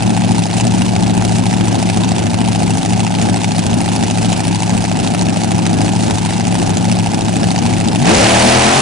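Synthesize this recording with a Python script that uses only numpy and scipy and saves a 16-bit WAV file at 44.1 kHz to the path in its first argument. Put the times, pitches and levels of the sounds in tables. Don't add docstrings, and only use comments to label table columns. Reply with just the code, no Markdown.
import sys
import numpy as np
from scipy import signal
from scipy.fft import rfft, irfft, next_fast_len
from scipy.io import wavfile
from scipy.ndimage import uniform_filter1d, map_coordinates

SR = 44100
rng = np.random.default_rng(int(sys.argv[2]) if len(sys.argv) > 2 else 0)


def ratio_of_db(decibels):
    return 10 ** (np.asarray(decibels, float) / 20)


def master_out(mix):
    frames = np.transpose(np.atleast_2d(mix))
    ceiling = np.clip(frames, -1, 1)
    pcm = np.round(ceiling * 32767).astype(np.int16)
    wavfile.write(sys.argv[1], SR, pcm)


N = 388521
FIRINGS = 8

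# frequency in Hz, level in dB per Hz.
MOUTH_COLOUR = [(600, -45), (900, -16), (1120, -9), (1700, -8), (2350, -5.5), (2690, -3.5), (3180, -7),
                (5190, -8), (6560, -8.5), (9620, -10), (10400, -14)]


def unit(x):
    return x / np.sqrt(np.mean(x ** 2) + 1e-20)


def along(points, hz):
    f, v = np.transpose(points)
    return np.interp(np.log(hz + 1), np.log(f + 1), v)


def wobble(rate):
    return map_coordinates(rng.standard_normal(int(N * rate / SR) + 4), [np.arange(N) * rate / SR])


def filtered(x, response):
    m = next_fast_len(N + SR // 2)
    return irfft(rfft(x, m) * response(np.fft.rfftfreq(m, 1 / SR)), m)[..., :N]


def coloured(x, spectrum):
    return unit(filtered(x, lambda hz: ratio_of_db(along(spectrum, hz))))


def noise(spectrum):
    return coloured(rng.standard_normal((2, N)), spectrum)


def above(x, corner_hz):
    return filtered(x, lambda hz: 1 / (1 + (corner_hz / (hz + 1)) ** 4))


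def laid(seconds, rows):
    at = np.round(seconds * SR).astype(int)[:, None] + np.arange(rows.shape[1])
    return np.bincount(np.clip(at, 0, N).ravel(), rows.ravel(), N + 1)[:N]


def switch(at_s, width_s):
    return (1 + np.tanh((np.arange(N) / SR - at_s) / (2 * width_s))) / 2


def throttle():
    return switch(at_s=8.05, width_s=0.02)


def level(idle_db, open_db, leaving_db_per_s):
    leaving_s = np.maximum(np.arange(N) / SR - 8.15, 0)
    return idle_db + (open_db - idle_db) * throttle() + leaving_db_per_s * leaving_s


def crank():
    # thump size, thump lag in ms, bark level in dB,
    # crack level in dB, crack lag in ms.
    cylinders = np.array([(.13, -.43, -1, -3.5, 1.9), (2.19, .1, -8, -12, 3.4), (.9, -1.03, 0, -1, 1.9),
                          (2.59, -.53, 0, 0, 2.2), (1.98, .32, -16, -9, .3), (1.59, -.72, -8, -11, 3.2),
                          (2.6, .26, -4, -7, 4), (1.71, .43, -7, -6, .6)])
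    # time in seconds, lag in cycles.
    stumbles = [(.532, .082), (2.342, .065), (2.886, .098), (3.177, .03), (4.325, -.042), (4.621, .049),
                (5.08, .029), (5.403, .035), (5.853, .051), (6.333, .058), (6.792, .077)]
    stumble_s = .115
    clock = np.arange(N) / SR

    warm_hz, steady_hz = 13.985, 13.5105
    speed = warm_hz + (steady_hz - warm_hz) * switch(at_s=1.938, width_s=.374)
    flare_at_s, climb_at_s, flare_hz = 7.97, 8.262, 25
    speed += np.interp(clock, [flare_at_s, climb_at_s], [0, flare_hz])
    speed += 28 * np.maximum(clock - climb_at_s, 0) ** 2
    speed = uniform_filter1d(speed, size=2001)

    lag = sum(cycles * np.exp(-((clock - s) / stumble_s) ** 2) for s, cycles in stumbles)
    angle = -.0575 + np.cumsum(speed) / SR - lag
    load = np.clip((speed - 14.6) / 17, 0, 1)

    count = np.arange(np.ceil(angle[0] * FIRINGS), angle[-1] * FIRINGS).astype(int)
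    when = np.interp(count / FIRINGS, angle, clock)
    weight = np.interp(when, clock, (speed / speed.min()) ** -.5)
    return angle, load, when, cylinders[count % FIRINGS].T, weight


def charge(when, cylinder):
    # time in seconds, peak level in dB.
    rich_shots = [(0.1025, -12.6), (1.4658, -13.0), (1.5274, -13.1), (1.6086, -13.1), (1.7545, -13.2),
                  (2.1186, -12.3), (2.3406, -13.0), (3.0036, -12.4), (3.0672, -12.9), (3.343, -12.7),
                  (3.3616, -13.2), (3.4438, -11.3), (3.5189, -13.1), (3.5831, -11.5), (3.5939, -11.6),
                  (4.1112, -13.0), (4.2472, -12.6), (4.4044, -12.6), (4.5471, -12.4), (4.5576, -13.1),
                  (4.6215, -12.9), (4.8405, -13.2), (4.9147, -12.9), (5.4345, -12.7), (6.5506, -13.1),
                  (6.7708, -10.7), (6.8529, -13.3), (7.56, -13.0), (7.589, -12.5), (7.6631, -11.9)]
    db = np.minimum(2.1 * rng.standard_normal(len(when)), 2.5)
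    for s, peak_db in rich_shots:
        k = np.argmin(abs(when + cylinder[4] / 1000 - s))
        db[k] = peak_db + 14 - cylinder[3, k]
    return db


def rumble(load):
    # frequency in Hz, level in dB per Hz.
    scattered = [(13, -58), (22, -19), (53, -10.5), (78, -8), (95, -1), (139, -8.5), (180, -5.5), (236, 1),
                 (517, -15), (766, -12.5), (878, -19), (1110, -26.5), (1300, -26), (1690, -25),
                 (2860, -120)]
    return ratio_of_db(-4 + 14 * load * (1 - load) + 2.04 * wobble(10)) * noise(scattered)


def thump(when, cylinder, weight, scatter_db, jitter_ms):
    # frequency in Hz, width in Hz, level in dB.
    resonances = [(119.8, 26, 0), (185.4, 15, -.4), (234, 15, -5.5), (305, 60, -19)]
    chance = rng.standard_normal((len(when), 2))
    size = weight * cylinder[0] * ratio_of_db(scatter_db * chance[:, 0])
    lag_ms = cylinder[1] - .43 + jitter_ms * chance[:, 1]
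    pushes = laid(when + lag_ms / 1000, size[:, None])

    def pipe(f):
        soft = (1j * f / (200 + 1j * f)) ** 2 / (1 + (f / 400) ** 6)
        ring = 0
        for k, (centre, width, db) in enumerate(resonances):
            sign = -1 if k > 0 else 1
            ring = ring + sign * ratio_of_db(db) * 1j * f * width / (centre ** 2 - f ** 2 + 1j * f * width)
        return ring * soft

    return unit(filtered(-pushes, pipe))


def bark(when, cylinder, size, pipe_hz, swell_s):
    # frequency in Hz, level in dB.
    upper_pipe = [(300, -48), (520, 0), (620, -1.5), (780, -0.5), (930, -3.5), (1080, -9.5), (1500, -49)]
    t = np.arange(SR // 40) / SR
    pair = []
    for _ in range(2):
        chance = rng.standard_normal((len(when), 3))
        pitch = pipe_hz * np.exp(.12 * chance[:, :1])
        ring = np.sin(2 * np.pi * pitch * t) * (t / swell_s) ** 2 * np.exp(-t / swell_s)
        start = when + (cylinder[4] + 0.23 * chance[:, 1]) / 1000 - 2 * swell_s
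        strength = size * ratio_of_db(1.5 * chance[:, 2])
        pair.append(laid(start, ring * strength[:, None]))
    return coloured(np.array(pair), upper_pipe)


def crack(when, cylinder, size, colour_db, swell_s):
    t = np.arange(1024) / SR - .004
    slap = ratio_of_db(-10 - 60 * np.maximum(t, 0) / .05) / (1 + np.exp(-t / .001))
    core = np.exp(-abs(t) / swell_s)
    tint = uniform_filter1d(rng.standard_normal((len(when), len(t) // 2 + 1)), size=30, axis=1)
    colour = ratio_of_db(colour_db * unit(tint))
    start = when + (cylinder[4] + .3 * rng.standard_normal(len(when))) / 1000 + t[0]
    pair = []
    for _ in range(2):
        gas = irfft(rfft(rng.standard_normal((len(when), len(t)))) * colour)
        strength = size / np.linalg.norm(gas * core, axis=1)
        pair.append(laid(start, strength[:, None] * (core + slap) * gas))
    return coloured(np.array(pair), MOUTH_COLOUR)


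def hiss(angle, load, gasp_db):
    air = noise(MOUTH_COLOUR)
    treble = above(air, 4800)
    gasp = np.exp(-((angle % 1 - .7) / .1) ** 2)
    gasp = gasp * np.clip(1 + 0.76 * wobble(12), 0, 2) * (1 - load)
    air = air + (ratio_of_db(1.8 * wobble(22) - gasp_db * gasp) - 1) * treble
    breath_db = 2.2 * (1 - load) * np.cos(4 * np.pi * (angle - .44))
    return ratio_of_db(1.46 * wobble(14) + breath_db) * air


def roar():
    # frequency in Hz, level in dB per Hz.
    jet = [(560, -22), (950, 4), (1400, 2.5), (1700, 3.5), (1990, 2), (6430, -10.5), (9600, -38),
           (10400, -30), (13500, -49), (22000, -120)]
    return ratio_of_db(2.0 * wobble(60)) * throttle() * noise(jet)


def drone(angle, orders, cycle_hz):
    pair = np.zeros((2, N))
    on = slice(round(7.9 * SR), N)
    for k, db in orders:
        spread = min(k * cycle_hz / 600, 1) * np.pi / 4 * np.array([[-1], [1]])
        stagger = 3 * k * k / (2 * FIRINGS)
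        phase = 2 * np.pi * (k * angle + stagger + .0055 * k * wobble(36))[on]
        pair[:, on] += ratio_of_db(db + 2.6 * wobble(32)[on]) * np.sin(phase + spread) / np.cos(spread)
    pair[:, on] = unit(pair[:, on])
    return pair * ratio_of_db([[1.8], [-1.8]])


def revving_note(angle, load):
    # multiple of the cycle rate, level in dB.
    revving_orders = [(5, -12), (8, 0), (11, -6), (13, -1), (16, -7), (19, -8), (21, -8)]
    return ratio_of_db(-2.0) * 4 * load * (1 - load) * above(drone(angle, revving_orders, cycle_hz=22), 140)


def full_load_note(angle, load):
    # multiple of the cycle rate, level in dB.
    full_orders = [(1, -16), (2, -8), (3, -2), (4, -13), (5, 0), (6, -3), (7, -8), (8, -4), (9, -5),
                   (10, -13), (11, -8), (12, -18), (13, -6), (14, -9), (15, -10), (16, -4), (17, -4),
                   (18, -6), (19, -8), (20, -12), (21, -11), (22, -14), (23, -14), (24, -12), (25, -16),
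                   (26, -18)]
    return ratio_of_db(2.5) * load ** 2 * drone(angle, full_orders, cycle_hz=42)


def ports(pair):
    # frequency in Hz, left-right likeness from 0 to 1.
    likeness = [(30, .3), (80, .93), (180, .94), (350, .72), (700, .78), (1400, .3), (2800, .6),
                (5600, .65), (10000, .63)]
    # frequency in Hz, left minus right in dB.
    tilt = [(60, 3.5), (110, 3.0), (190, 3.0), (330, 2.5), (580, -1.5), (1030, -1.5), (1820, -1.8),
            (3210, -1.0), (5670, 0.0), (10000, 0.5)]
    # frequency in Hz, lead of the left in radians.
    lead = [(70, -.6), (260, -1.4), (520, -1.8), (1030, -1.0), (1380, -1.1), (2070, -0.5), (3010, -0.3),
            (3270, -0.5), (5000, -0.5), (5340, -0.8), (6800, -0.8), (10200, -1.2)]

    def shares(hz):
        turn = np.arccos(np.clip(along(likeness, hz), -1, 1)) / 2
        return np.array([np.cos(turn), np.sin(turn)])

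    def sides(hz):
        half = ratio_of_db(along(tilt, hz) / 2) * np.exp(.5j * along(lead, hz))
        return np.array([half, 1 / half])

    mid, side = filtered(pair, shares)
    return filtered(np.array([mid + side, mid - side]), sides)


def scene():
    angle, load, when, cylinder, weight = crank()
    thump_db = level(idle_db=-15, open_db=-13, leaving_db_per_s=-2.5)
    bark_db = level(idle_db=-24, open_db=-11, leaving_db_per_s=-8.5)
    crack_db = level(idle_db=-26, open_db=-17, leaving_db_per_s=-2)
    uneven = 1 - .5 * np.interp(when * SR, np.arange(N), load)
    shot_db = charge(when, cylinder)
    bark_size = weight * ratio_of_db(uneven * cylinder[2] + .5 * shot_db)
    crack_size = weight * ratio_of_db(uneven * cylinder[3] + shot_db)
    noisy = 1 - .55 * load

    pair = ratio_of_db(thump_db) * noisy * rumble(load)
    thumps = thump(when, cylinder, weight, scatter_db=1.5, jitter_ms=.2)
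    pair[0] += ratio_of_db(thump_db) * (1 - load ** 2) * thumps
    pair += ratio_of_db(bark_db) * noisy * bark(when, cylinder, bark_size, pipe_hz=794, swell_s=0.001078)
    cracks = crack(when, cylinder, crack_size, colour_db=3.0, swell_s=0.0013)
    pair += ratio_of_db(crack_db + 0.5) * (1 - 0.068 * load) * cracks
    pair += ratio_of_db(crack_db - 3) * hiss(angle, load, gasp_db=7)
    pair += ratio_of_db(crack_db + 0.5) * roar()

    note = revving_note(angle, load) + full_load_note(angle, load)
    return ports(pair) + ratio_of_db(thump_db) * note


def roll_off(x):
    return signal.sosfilt(signal.butter(12, 10610, fs=SR, output="sos"), x)


def record(dry):
    x = dry / (1 + abs(dry / 1.1) ** 4) ** .25
    x = filtered(x, lambda hz: 1 / (1 + (hz / 10450) ** 160))
    mix = np.clip(x, -1, 1)
    return roll_off(mix)


dry = scene()
out = record(dry)
master_out(out)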